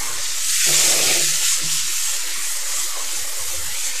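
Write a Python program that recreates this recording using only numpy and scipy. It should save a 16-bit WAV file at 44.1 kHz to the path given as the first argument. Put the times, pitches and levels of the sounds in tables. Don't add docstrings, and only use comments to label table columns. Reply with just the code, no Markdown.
import sys
import numpy as np
from scipy import signal
from scipy.fft import rfft, irfft, next_fast_len
from scipy.io import wavfile
from scipy.ndimage import uniform_filter1d, map_coordinates

SR = 44100
rng = np.random.default_rng(int(sys.argv[2]) if len(sys.argv) > 2 else 0)


def materialize(psi):
    bounded = np.clip(np.atleast_2d(psi).T, -1, 1)
    quanta = np.round(bounded * 32767).astype(np.int16)
    wavfile.write(sys.argv[1], SR, quanta)


N = 176400

# (frequency [Hz], T60 [s])
ROOM_T60 = [(200, 0.3), (2000, 0.15), (12000, 0.071)]
# (centre [Hz], width [Hz], relative gain [dB])
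TUB_MODES = [(154.3, 12.5, 5.5), (212, 31, -6.5), (256, 23, -2.5), (310.4, 14, 3.5), (348.2, 10.2, 7),
             (399, 17, 4.5), (459, 62, -0.5), (507, 28, 3), (550.7, 14.5, 2.5), (589.4, 19.6, 3),
             (653, 39, 1), (757, 28, 2.5), (775, 78, -3.5), (894, 46, -6)]
# (start [s], end [s], level [dB], centre [Hz])
RUMBLES = [(0.108, 0.203, -48, 105.3), (0.266, 0.322, -54, 112), (0.822, 0.864, -45, 74),
           (1.075, 1.167, -46.5, 76.8), (1.655, 1.693, -51, 80), (1.81, 1.84, -54, 95),
           (2.353, 2.39, -57, 80), (3.18, 3.247, -51, 94.6), (3.4, 3.471, -50, 88),
           (3.498, 3.76, -45, 81.4), (3.626, 3.72, -49.5, 138)]
# (time [s], gain [dB], pitch [Hz])
THUMPS = [(0.677, -21.5, 151.5), (0.869, -29, 160), (1.06, -26, 150.1), (1.204, -27.5, 154),
          (1.626, -27.5, 154.8), (1.79, -53, 152.4), (3.15, -45, 170.7), (3.22, -47, 150.2)]
# (start [s], length [s], level [dB], pitch [Hz])
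LOW_BLIPS = [(0, 0.1, -48, 277), (.44, 0.083, -57, 267), (1.116, 0.18, -35, 348),
             (1.592, 0.091, -43.5, 321), (1.71, .1, -52, 342), (1.83, 0.12, -50, 343.5),
             (2.22, 0.082, -54, 300), (2.327, 0.095, -56, 205.6), (2.553, 0.07, -57, 210),
             (2.783, .14, -51, 340), (2.979, 0.094, -53, 270), (3.05, 0.064, -59, 225),
             (3.852, .11, -57, 264)]
# (start [s], end [s], level [dB], swell [dB], tilt [dB/octave])
DRUM_BURSTS = [(0, 0.17, -46, -3.5, 0.5), (0.673, 0.74, -29.5, -6.5, 2.5), (0.769, 0.865, -35.5, 3.5, 3.5),
               (0.889, 1.109, -30.5, 2.5, 2), (1.144, 1.223, -31, -6.5, 2.5), (1.277, 1.342, -45, -2, -19),
               (1.611, 1.661, -40.5, -1, -7.5), (1.716, 1.85, -50, 0.5, -15)]
# (time [s], centre [Hz], level [dB])
POUR_TRACK = [(2.865, 1330, -42), (2.93, 1127, -44), (2.994, 1016, -36.5)]
HOLLOW_TRACK = [(0, 2096, -38), (.4, 2085, -64), (0.748, 2158, -34), (1.12, 2407, -32.5), (1.4, 2602, -46),
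                (1.721, 2756, -40), (1.88, 2410, -45), (2.07, 1943, -41), (2.22, 1953, -50),
                (2.37, 1970, -39), (2.6, 2020, -44), (2.8, 2064, -39.5), (2.95, 2050, -47),
                (3.1, 2046, -42.5), (3.28, 2080, -48), (3.7, 2076, -40), (3.95, 2432, -38)]
# (time [s], level [dB])
DRIBBLE_LEVEL = [(0, -43.5), (.2, -46), (.36, -53), (.52, -55.5), (.57, -88), (.63, -78), (.7, -51),
                 (1.3, -50), (1.44, -43), (1.5, -88), (1.58, -46), (1.78, -65), (2.1, -50), (2.25, -48),
                 (2.7, -47.5), (3.0, -46), (3.4, -44.5), (4, -48)]
RUNOFF_LEVEL = [(0, -32), (.17, -39.5), (.38, -45), (.6, -58), (.75, -34.5), (1.15, -44.5), (1.26, -70),
                (1.36, -45.5), (1.8, -44), (2.3, -42), (2.75, -42.5), (3.0, -40.5), (3.15, -43.5),
                (3.5, -42), (4, -45)]
# (time [s], level [dB])
SPATTER_LEVEL = [(0.0, -32), (0.08, -34.5), (0.26, -29), (0.42, -31.5), (0.56, -25), (0.76, -21.5),
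                 (1.12, -22), (1.39, -28.5), (1.45, -24), (1.61, -30), (1.73, -27.5), (1.9, -30),
                 (2.24, -31.5), (2.34, -30.5), (2.61, -34.5), (2.76, -32.5), (2.95, -35), (3.05, -31.5),
                 (3.26, -35), (4.0, -33)]
HISS_LEVEL = [(0, -27.5), (.18, -29), (.26, -27), (.34, -29), (.46, -23), (.52, -21.5), (.62, -20),
              (.68, -18), (.9, -18), (1.0, -20.5), (1.2, -21), (1.28, -20), (1.33, -22), (1.41, -24),
              (1.47, -19), (1.53, -19), (1.61, -27.5), (1.66, -23), (1.69, -25.5), (1.74, -23),
              (1.86, -25.5), (1.95, -25), (2.14, -24.5), (2.19, -29), (2.4, -30), (2.5, -26.5),
              (2.65, -30.5), (2.71, -26), (2.85, -25.5), (2.93, -31), (3.17, -27.5), (3.29, -32),
              (3.42, -29), (3.65, -30.5), (3.82, -28.5), (3.86, -23.5), (3.92, -29.5), (4, -26.5)]
MIST_LEVEL = [(0.0, -31.5), (0.2, -38.5), (0.42, -33), (0.53, -28), (0.72, -25.5), (1.28, -28.5),
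              (1.41, -31.5), (1.48, -27.5), (1.65, -39), (1.74, -27), (1.83, -39), (1.92, -28), (2.15, -33),
              (2.36, -33), (2.53, -28), (2.63, -35.5), (2.84, -29.5), (2.94, -34.5), (3.1, -33.5),
              (3.47, -30.5), (3.56, -32.5), (3.86, -33), (4.0, -38)]
# (frequency [Hz], relative gain [dB])
FLOOR_EQ = [(25, 15), (70, -11), (150, -23), (300, -27), (900, -80)]
DRIBBLE_EQ = [(150, -43), (240, -11.5), (340, -4.5), (420, -8), (520, 5), (620, -1), (730, -4.5), (850, 8),
              (1100, 1)]
RUNOFF_EQ = [(200, -67), (300, -28), (600, -36), (740, -31), (850, -5), (1100, 1), (1300, -2.5),
             (1500, -2.5), (2200, -5.5), (5000, -46)]
SLAP_EQ = [(200, -42), (400, -8), (550, 3), (1100, -4), (1800, -7), (4000, -34)]
SPATTER_EQ = [(600, -80), (950, -30), (1300, -7), (1600, -9), (1850, -3.5), (2300, -3.5), (2900, -1),
              (3700, -1.5), (4600, -0.5), (6000, -2), (9000, -44)]
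HISS_EQ = [(1500, -99.5), (3000, -15.5), (4500, -9), (5800, -5.5), (6800, 0), (7500, 0), (8200, -4),
           (9500, -9), (11500, -15), (15000, -22)]
MIST_EQ = [(1500, -90), (5000, -38), (8000, 2.5), (10000, 0), (12000, -2.5), (14500, -4.5)]


def amp(db):
    return 10 ** (np.asarray(db) / 20)


def unit(x):
    return x / np.sqrt(np.mean(x ** 2) + 1e-20)


def along(points, hz):
    f, v = np.transpose(points)
    return np.interp(np.log(hz + 1), np.log(f + 1), v)


def curve(rows):
    return np.interp(np.arange(N) / SR, *np.transpose(rows))


def gate(start_s, end_s, attack_s, release_s):
    t = np.arange(N) / SR
    return np.clip((t - start_s) / attack_s + 1, 0, 1) * np.exp(-np.maximum(t - end_s, 0) / release_s)


def wobble(knots_per_s):
    return map_coordinates(rng.standard_normal(4000), [np.arange(N) * knots_per_s / SR + 2], mode="mirror")


def band(centre_hz, width_hz):
    phase = 2 * np.pi * np.cumsum(centre_hz) / SR
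    return unit(wobble(width_hz) * np.sin(phase) + wobble(width_hz) * np.cos(phase))


def filtered(x, response):
    size = next_fast_len(N + SR // 2)
    return irfft(rfft(x, size) * response(np.fft.rfftfreq(size, 1 / SR)), size)[:N]


def coloured(x, eq):
    return unit(filtered(x, lambda hz: amp(along(eq, hz))))


def rush(patchy_db):
    spectra = signal.stft(rng.standard_normal(N), nperseg=512)[2]
    patches = uniform_filter1d(rng.standard_normal(spectra.shape), 4, axis=0)
    patches = uniform_filter1d(patches, 9, axis=1)
    return unit(signal.istft(spectra * amp(patchy_db * unit(patches)), nperseg=512)[1][:N])


def grains(per_s, lo_hz, hi_hz, t60_cycles, spread_db, rise, samples):
    when, pitch, weight = rng.random((int(per_s * N / SR), 3)).T[:, :, None]
    hz = lo_hz + (hi_hz - lo_hz) * pitch
    cycles = hz * np.arange(samples) / SR
    age = cycles / t60_cycles
    strength = amp(spread_db * np.minimum(-np.log(1 - weight), 4)) * np.sqrt(hz)
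    rings = strength * amp(-60 * age) * np.sin(2 * np.pi * cycles * (1 + rise * age))
    at = (when * N).astype(int) + np.arange(samples)
    return unit(np.bincount(at.ravel(), rings.ravel(), N)[:N])


def bathroom(x, segments=24, wet_db=2):
    hz, t, spectra = signal.stft(rng.standard_normal((segments, SR // 5)), SR, nperseg=256)
    decay = amp(-60 * t / along(ROOM_T60, hz)[:, None])
    tails = signal.istft(spectra * decay, SR, nperseg=256)[1]
    wet = np.zeros(N + SR)
    for part, tail in zip(np.array_split(np.arange(N), segments), tails):
        ring = signal.fftconvolve(x[part], tail / np.linalg.norm(tail))
        wet[part[0]:part[0] + len(ring)] += ring
    return unit(x + amp(wet_db) * wet[:N])


def tub(hz):
    return sum((-1) ** k * amp(db) * 1j * hz * width / (centre ** 2 - hz ** 2 + 1j * hz * width)
               for k, (centre, width, db) in enumerate(TUB_MODES))


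def room_floor(level_db=-57.5):
    return amp(level_db) * coloured(rng.standard_normal(N), FLOOR_EQ)


def rumbles():
    out = np.zeros(N)
    for start_s, end_s, db, hz in RUMBLES:
        envelope = amp(db) * gate(start_s, end_s, attack_s=0.041, release_s=0.013)
        out += envelope * band(np.full(N, hz), width_hz=44)
    return out


def low_blips(rise=0.027, roughness=0.66):
    out = np.zeros(N)
    for start_s, length_s, db, hz in LOW_BLIPS:
        progress = np.clip((np.arange(N) / SR - start_s) / length_s, 0, 1)
        pitch_hz = hz * (1 + rise * (progress - 0.5))
        note = np.sin(2 * np.pi * np.cumsum(pitch_hz) / SR) + roughness * band(pitch_hz, width_hz=60)
        out += amp(db) * np.sin(np.pi * progress) * note
    return out


def thumps(rise_s=0.03, t60_s=0.28):
    out = np.zeros(N)
    for start_s, db, hz in THUMPS:
        t = np.maximum(np.arange(N) / SR - start_s, 0)
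        envelope = amp(db - 60 * t / t60_s) * (1 - np.exp(-t / rise_s))
        out += envelope * np.sin(2 * np.pi * hz * t)
    return out


def dribble():
    plops = grains(per_s=190, lo_hz=231, hi_hz=1004, t60_cycles=88,
                   spread_db=0.8, rise=0.024, samples=6000)
    return amp(curve(DRIBBLE_LEVEL)) * coloured(filtered(plops, tub), DRIBBLE_EQ)


def runoff(bubble_db=-2):
    bubbles = grains(per_s=600, lo_hz=694, hi_hz=2240, t60_cycles=33,
                     spread_db=3, rise=0.18, samples=1200)
    water = amp(bubble_db) * bathroom(bubbles) + rush(patchy_db=2.5)
    return amp(curve(RUNOFF_LEVEL)) * coloured(water, RUNOFF_EQ)


def pour(slap_s=2.964, slap_hold_s=0.041, slap_db=-38.5):
    time_s, hz, db = np.transpose(POUR_TRACK)
    stream = amp(curve(np.c_[time_s, db])) * band(curve(np.c_[time_s, hz]), width_hz=170)
    stream *= gate(time_s[0], time_s[-1], attack_s=0.012, release_s=0.025)
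    slap = amp(slap_db) * coloured(rng.standard_normal(N), SLAP_EQ)
    slap *= gate(slap_s, slap_s + slap_hold_s, attack_s=0.0096, release_s=0.027)
    return stream + slap


def drumming(hits_per_s=900, lowpass_hz=1000):
    out = np.zeros(N)
    for start_s, end_s, db, swell_db, tilt_db_per_oct in DRUM_BURSTS:
        def response(hz):
            octaves = np.log2(np.maximum(hz, 150) / 150)
            return tub(hz) * amp(tilt_db_per_oct * octaves) / (1 + (hz / lowpass_hz) ** 6)

        hits = np.sign(rng.standard_normal(N)) * (rng.random(N) < hits_per_s / SR)
        force = amp(curve([(start_s, db), (end_s, db + swell_db)]))
        force *= gate(start_s, end_s, attack_s=0.028, release_s=0.014)
        out += filtered(hits * force, response) / np.std(filtered(hits, response))
    return out


def hollow_note(wander_hz=109.9):
    time_s, hz, db = np.transpose(HOLLOW_TRACK)
    centre_hz = curve(np.c_[time_s, hz]) + wander_hz * wobble(9)
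    return amp(curve(np.c_[time_s, db])) * band(centre_hz, width_hz=520)


def spray():
    flutter_db = 0.18 * wobble(17) + 0.33 * wobble(70)
    out = np.zeros(N)
    for level, eq, trim_db in [(SPATTER_LEVEL, SPATTER_EQ, 0.3),
                               (HISS_LEVEL, HISS_EQ, 0.6),
                               (MIST_LEVEL, MIST_EQ, 0.3)]:
        drops = grains(per_s=3000, lo_hz=1180, hi_hz=14200, t60_cycles=4.05,
                       spread_db=2.5, rise=0, samples=128)
        water = bathroom(drops) + rush(patchy_db=3.0)
        out += amp(curve(level) + trim_db + flutter_db) * coloured(water, eq)
    return out


def scene():
    water = spray() + hollow_note() + runoff() + dribble()
    lows = low_blips() + drumming() + thumps() + rumbles() + room_floor()
    return (water + lows + pour())[None]


def record(dry, cutoff_hz=14650, dc_offset=0.062):
    return filtered(dry[0], lambda hz: hz < cutoff_hz)[None] + dc_offset


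dry = scene()
out = record(dry)
materialize(out)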